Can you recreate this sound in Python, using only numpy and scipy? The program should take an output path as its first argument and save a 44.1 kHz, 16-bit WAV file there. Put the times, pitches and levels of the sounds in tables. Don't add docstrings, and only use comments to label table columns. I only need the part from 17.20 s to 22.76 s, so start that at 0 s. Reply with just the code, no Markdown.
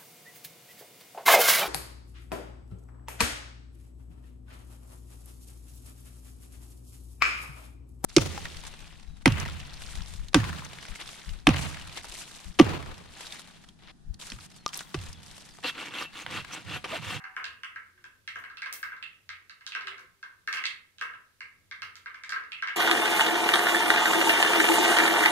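import sys
import numpy as np
from scipy import signal
from scipy.fft import rfft, irfft, next_fast_len
from scipy.io import wavfile
from scipy.ndimage import map_coordinates

SR = 44100
rng = np.random.default_rng(int(sys.argv[2]) if len(sys.argv) > 2 else 0)


def invert_db(x):
    u = np.asarray(x, float) / 20
    return 10 ** u


def wav_out(sig):
    wavfile.write(sys.argv[1], SR, np.round(np.clip(np.atleast_2d(sig).T, -1, 1) * 32767).astype(np.int16))


N = 245195
TAIL = 24576

# (frequency [Hz], width [Hz], level [dB])
POT_AIR = [(1012, 112, -8.5), (1276, 143, -3), (1591, 116.5, 4), (1900, 940, -16.5)]
# (frequency [Hz], width [Hz], level [dB])
SECOND_RING = [(2168, 213, 0)]
THIRD_RING = [(2638, 260, 0)]
# (frequency [Hz], width [Hz], level [dB])
CLAY_WALL = [(315, 310, -5.5), (481, 91, 0), (700, 120, 0.5)]
# (frequency [Hz], width [Hz], level [dB])
HUSK_CRACK = [(2970, 700, 3.5), (4300, 2060, 4.5)]
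# (frequency [Hz], width [Hz], level [dB])
JET_BODY = [(5900, 3000, 0)]
JET_TOP = [(9100, 3100, -2), (15000, 9000, -6)]
# (frequency [Hz], width [Hz], level [dB])
RING_ABOVE_POT = (1595, 110, 8)

# (time [s], peak [dB], second ring re peak [dB], crack re peak [dB])
WALL_SEEDS = [(0.166, -16, -23.5, -63), (0.2, -26.5, -20, -48), (0.56, -26.5, -19, -31.5),
              (1.158, -23.5, -15, -52), (1.4206, -23.5, -12.5, -16), (1.6414, -32, -42, -49),
              (1.72, -26, -21.5, -48), (1.7675, -37.5, -26, -23), (2.1297, -39.5, -8.5, -37),
              (2.716, -50, 3, -25), (2.7965, -41, -17, -32), (4.2071, -29, -11.5, -16.5),
              (4.5132, -27.5, -11.5, -15), (4.8598, -26.5, -22, -24), (4.8699, -42.5, -4.5, -39),
              (4.9457, -30, -15.5, -23.5), (5.0372, -29.5, -11, -11), (5.0946, -25, -16.5, -15.5),
              (5.1225, -16, -17, -24.5), (5.2119, -42, -15, -34), (5.4844, -20, -13, -52),
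              (5.516, -44, -6, -28)]
# (time [s], peak [dB], upper rings re peak [dB], crack re peak [dB])
BETWEEN_SEEDS = [(-0.12, -16.5, -21.5, -37), (0.041, -25.5, -21.5, -31.5), (0.435, -26, -9.5, -23),
                 (0.7773, -46, -20, -53), (1.0775, -32, -4.5, -11.5), (1.2399, -30, -14.5, -23.5),
                 (1.3007, -31, -28, -29), (1.5279, -38.5, -9.5, -7.5), (1.6297, -21.5, -19, -23.5),
                 (2.0921, -31, -11, -13.5), (2.2971, -39, -12, -9.5), (2.41, -41.5, -14.5, -20),
                 (2.5509, -15.5, -21, -23.5), (2.6106, -31.5, -19, -14), (2.7821, -35, -21, -19.5),
                 (3.029, -27.5, -24.5, -22), (3.276, -16, -22.5, -26), (3.3288, -23, -8, -12),
                 (3.3725, -20.5, -10.5, -18), (3.44, -25.5, -5, -10.5), (3.8128, -18, -16.5, -26.5),
                 (3.8993, -26.5, -40, -47), (4.6209, -24.5, -14, -11.5), (4.7566, -37.5, -15.5, -11.5),
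                 (5.239, -38, -22, -20), (5.388, -48.5, 0, -26), (5.4246, -17, -16.5, -25.5),
                 (5.475, -24, -13, -14)]
# (time [s], peak [dB], third ring re peak [dB], crack re peak [dB])
MIDDLE_SEEDS = [(0.2438, -26.5, -6, -11), (0.842, -30.5, -20.5, -25.5), (1.1898, -56, -2, -36),
                (1.3721, -35.5, -4, -13.5), (1.4605, -21.5, -18.5, -30), (1.8274, -40, 7, -5),
                (1.9803, -75, -4, -29), (2.4664, -30, -14, -8.5), (2.5214, -33.5, 1.5, -19),
                (2.6722, -22, -9, -18.5), (3.348, -23.5, -14, -37), (3.456, -32, -4, 3.5),
                (3.7849, -44.5, -7, -3), (3.9378, -34.5, -14.5, -64), (5.1612, -20, -21.5, -61),
                (5.3204, -35, 3.5, -5)]
# (time [s], jet level [dB], its top re jet [dB])
STEAM_JETS = [(0.166, -47, -18), (0.2444, -46.5, -39), (0.435, -48, -14), (0.842, -53, -33),
              (1.0783, -49, -26), (1.1582, -52, -7), (1.1904, -53, -1), (1.3723, -55, -23),
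              (1.4207, -61, -11), (1.4606, -51, -18), (1.5273, -33, 6), (1.6303, -44.5, -24),
              (2.0926, -53.5, -24), (2.2974, -67, -22), (2.4667, -41.5, -35), (2.6103, -75, -22),
              (2.6731, -51, -17), (2.7824, -58, -14), (2.7973, -53, -13), (3.029, -64, -16),
              (3.2767, -41.5, -10), (3.3284, -36.5, -15), (3.3488, -39.5, -20), (3.456, -48, -8),
              (3.8135, -43, -27), (4.6215, -53, -4), (4.7559, -48, -14), (5.0944, -36.5, -63),
              (5.3209, -68, -24), (5.475, -65, -34)]
# (time [s], peak [dB])
CLAY_THUDS = [(0.2, -57), (1.158, -50.5), (1.522, -50), (2.553, -59), (2.716, -57), (2.794, -76),
              (3.327, -49), (3.813, -51), (3.901, -67), (4.621, -70), (5.09, -56.5), (5.122, -59)]

# (frequency [Hz], level [dB])
STANDING_WAVES = [(715, -4), (892, -4), (983, -2), (1075, 0), (1175, -2), (1255, -4), (1324, 1), (1422, -5),
                  (1550, -2), (1628, 1), (1695, -4), (1744, -5), (1784, -4), (1842, -6), (1898, -3),
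                  (1962, -5), (2077, -2), (2120, 0), (2245, -4), (2434, -5), (2686, 0), (2955, -4),
                  (3187, -1), (3436, -4)]
# (frequency [Hz], decay by 60 dB [s])
KITCHEN_DECAY = [(300, 0.81), (800, 0.45), (2100, 0.4), (5500, 0.23), (14000, 0.35)]
# (frequency [Hz], correlation [-1..1])
PORT_LIKENESS = [(30, 0.5), (100, 0.14), (300, 0.6), (700, 0.38), (1500, 0.011), (15000, 0.014)]
# (frequency [Hz], left minus right [dB])
PORT_DIFFERENCE = [(60, 1), (95, 1), (150, 0), (240, 0), (380, 0), (600, 2), (950, 0), (1500, 0.5),
                   (2380, -2.5), (3770, -7), (5980, -5), (9470, 4.5), (15000, 12)]

# (start [s], end [s], frequency [Hz], level [dB])
FAR_HORNS = [(-.1, .17, 768, -62), (-.1, .2, 965, -65), (-.1, .2, 860, -70), (.14, .28, 760, -64),
             (.16, .36, 690, -70), (.71, .93, 357, -74), (2.62, 2.79, 387, -60), (2.76, 2.89, 389, -70),
             (2.77, 2.89, 516, -70), (2.77, 2.89, 356, -71), (2.92, 3.06, 391, -77)]
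# (frequency [Hz], density [dB per Hz])
AIR_COLOUR = [(12, -11), (20, -6.5), (98, -3), (168, -7), (293, -12), (446, -13), (527, -14.5),
              (698, -20.5), (1570, -17), (2460, -17), (10500, -22.5), (16000, -31.5)]
# (time [s], peak [dB], half width [s])
MOTOR_SWELLS = [(.32, -66, .07), (.8, -82, 0.49), (1.22, -71, 0.13), (2.12, -70.5, 0.091),
                (2.72, -79, 0.067), (3.38, -90, 0.24), (3.75, -90, 0.039), (3.95, -70, 0.032),
                (4.27, -72, .06), (4.68, -72.5, 0.23), (5.56, -83, 0.061)]


def unit(x):
    return x / np.sqrt(np.mean(x ** 2) + 1e-20)


def along(points, hz):
    f, v = np.transpose(points)
    return np.interp(np.log(hz + 1), np.log(f + 1), v)


def wobble(rate):
    knots = rng.standard_normal(int(N * rate / SR) + 4)
    return map_coordinates(knots, [np.arange(N) * rate / SR])


def filtered(x, response):
    m = next_fast_len(N + SR // 2)
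    return irfft(rfft(x, m) * response(np.fft.rfftfreq(m, 1 / SR)), m)[..., :N]


def spread(f):
    return np.arccos(np.clip(along(PORT_LIKENESS, f), -1, 1)) / 2


def paired(shared, opposite, turn):
    mid, side = np.cos(turn) * shared, np.sin(turn) * opposite
    return np.array([mid + side, mid - side])


def resonance(f, hz, width):
    return 1j * f * width / (hz * hz - f * f + 1j * f * width)


def ring(modes, f):
    tone = 0
    for k, (hz, width, db) in enumerate(modes):
        tone = tone + (-1) ** k * invert_db(db) * resonance(f, hz, width)
    low, high = modes[0][0], modes[-1][0]
    tone = tone * (1j * f / low / (1 + 1j * f / low)) ** 2 / (1 + 1j * f / high) ** 2
    return tone / np.abs(irfft(tone)).max()


def pot_rings(f):
    sources = (POT_AIR, SECOND_RING, THIRD_RING, CLAY_WALL, HUSK_CRACK, JET_BODY, JET_TOP)
    rings = np.array([ring(modes, f) for modes in sources])
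    rings[4] /= 1 - 0.15 * np.exp(-2j * np.pi * f / 535)
    skirt_hz = 6500
    rings[:5] /= 1 - (f / skirt_hz) ** 2 + 1.4j * f / skirt_hz
    rings[[2, 5]] *= -1
    late = np.array([.0014, .0012, .001, .0014, .0008, .0004, .0004])
    rings *= np.exp(-2j * np.pi * f * late[:, None])
    rings[5:] = np.abs(rings[5:]) * np.exp(1j * np.angle(rings[4]))
    return rings


def tear(ms, share):
    t = np.arange(600) / SR
    puff = rng.standard_normal(len(t)) * np.exp(-t / (ms / 1000))
    return 1 - share + share * rfft(puff / np.linalg.norm(puff), TAIL)


def steam_jet(time, peak_db):
    jets = [(peak_db - 40, -18)]
    for at, level, top in STEAM_JETS:
        if abs(at - time) < .0045:
            jets.append((level, top))
    return max(jets)


def placed_seeds():
    wall_loss_db, between_loss_db, middle_loss_db = -8.5, 0, -16.5
    seeds = [(s, db, up, up + wall_loss_db, crack) for s, db, up, crack in WALL_SEEDS]
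    seeds += [(s, db, up, up + between_loss_db, crack) for s, db, up, crack in BETWEEN_SEEDS]
    seeds += [(s, db, up + middle_loss_db, up, crack) for s, db, up, crack in MIDDLE_SEEDS]
    return sorted(seeds)


def seed_burst(rings, time, db, second, third, crack):
    trim_db = np.array([-7.0, 7.5, 6.5, -37, 10.5, 5, 5.5])
    jet, top = steam_jet(time, db)
    gains = invert_db(trim_db + [db, db + second, db + third, db, db + crack, jet, jet + top])
    pot = tear(1.5, .25) * (gains[:4] @ rings[:4])
    snap = gains[4] * rings[4] * tear(.5, .3)
    steam = tear(1.6, .38) * (gains[5:] @ rings[5:])
    return pot + snap + steam


def near_sound(f):
    hz, width, db = RING_ABOVE_POT
    above = 1 + invert_db(db) * resonance(f, hz, width)
    round_trip = np.array([[.0114], [.0112]])
    wall_dull_hz = 5000
    bounce = np.exp(-2j * np.pi * f * round_trip) / np.sqrt(1 + (f / wall_dull_hz) ** 2)
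    beam = 1 + 1.4 * np.exp(-(np.log((f + 1) / 5300) / .45) ** 2)
    return invert_db(-1.5) * beam * (above + 0.75 * bounce / (1 - 0.1 * bounce))


def diffuse(f, count):
    hz, t = np.fft.rfftfreq(256, 1 / SR), np.arange(180) * 128 / SR
    fall_db = -60 * t / along(KITCHEN_DECAY, hz)[:, None]
    decay = invert_db(fall_db) + invert_db(-14.5 + 0.78 * fall_db)
    grains = rng.standard_normal((2, count, 2, *fall_db.shape), dtype=np.float32)
    tails = signal.istft((grains[0] + 1j * grains[1]) * decay, nperseg=256)[1]
    t = np.arange(tails.shape[2]) / SR
    walls = 0.7 + 0.3 * np.clip((t - .006) / 0.005, 0, 1)
    tails = tails * walls * np.clip(t / 0.0015, 0, 1)
    shared, opposite = np.moveaxis(rfft(tails / np.linalg.norm(tails[0, 0]), TAIL), 1, 0)
    return np.moveaxis(paired(shared, opposite, spread(f)), 0, 1)


def standing(f, count):
    hz, db = np.transpose(STANDING_WAVES)
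    width = 2.42 / along(KITCHEN_DECAY, hz)[:, None]
    turn = 2 * np.pi * rng.random((count, 1, len(hz))) + rng.normal(0, 0.7, (count, 2, len(hz)))
    level = invert_db(db + rng.normal(0, 3.5, (count, 1, len(hz))))
    return (level * np.exp(1j * turn)) @ (width / (width + 2j * (f - hz[:, None])))


def in_kitchen(bursts, f):
    near = near_sound(f)
    tails = invert_db(6.5) * diffuse(f, count=26)
    modes = invert_db(14) * standing(f, count=len(bursts))
    delay = .002 + 5e-5 * np.array([[-1], [1]])
    lag = np.exp(-2j * np.pi * f * delay)
    out = np.zeros((2, N + SR + TAIL))
    for k, (time, burst) in enumerate(bursts):
        start = round((time - .0036 + 1) * SR)
        room = near + modes[k] + tails[k % len(tails)]
        out[:, start:start + TAIL] += irfft(burst * lag * room, TAIL)
    return out[:, SR:SR + N]


def pops():
    f = np.fft.rfftfreq(TAIL, 1 / SR)
    rings = pot_rings(f)
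    bursts = [(time, invert_db(db - 3.5) * rings[3]) for time, db in CLAY_THUDS]
    bursts += [(seed[0], seed_burst(rings, *seed)) for seed in placed_seeds()]
    return in_kitchen(bursts, f)


def horns():
    t = np.arange(N) / SR
    out = np.zeros((2, N))
    for start, end, hz, db in FAR_HORNS:
        swell = np.clip(np.minimum(t - start, end - t) / .04, 0, 1) ** 2
        waver = invert_db(db + 2.5 * np.array([wobble(25), wobble(25)]))
        out += swell * waver * np.sin(2 * np.pi * hz * t + .95 * wobble(28))
    return out


def air():
    shared, opposite = rng.standard_normal((2, N))
    mid = filtered(shared, lambda hz: invert_db(along(AIR_COLOUR, hz)) * np.cos(spread(hz)))
    side = filtered(opposite, lambda hz: invert_db(along(AIR_COLOUR, hz)) * np.sin(spread(hz)))
    noise = mid + side * np.array([[1], [-1]])
    low = filtered(noise, lambda hz: 1 / (1 + (hz / 500) ** 4))
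    traffic = invert_db(1.2 * wobble(4) + 1.5 * wobble(9))
    return invert_db(-69.5) * unit(noise + low * (traffic - 1))


def motor():
    t = np.arange(N) / SR
    load = invert_db(-81)
    for time, db, half in MOTOR_SWELLS:
        load = load + invert_db(db) * np.exp(-((t - time) / half) ** 2)
    hum = load * invert_db(2.5 * wobble(15)) * np.sin(2 * np.pi * 93 * t + 1.4 * wobble(18))
    return hum * invert_db(0) * np.array([[invert_db(.7)], [invert_db(-.7)]])


def scene():
    return pops() + horns() + air() + motor()


def roll_off(x):
    return signal.sosfilt(signal.butter(12, 16490, fs=SR, output="sos"), x)


def record(dry):
    top_hz = 15700
    sides = np.array([[.5], [-.5]])
    ports = filtered(dry, lambda hz: invert_db(along(PORT_DIFFERENCE, hz) * sides) * (hz < top_hz))
    return roll_off(ports)


dry = scene()
out = record(dry)
wav_out(out)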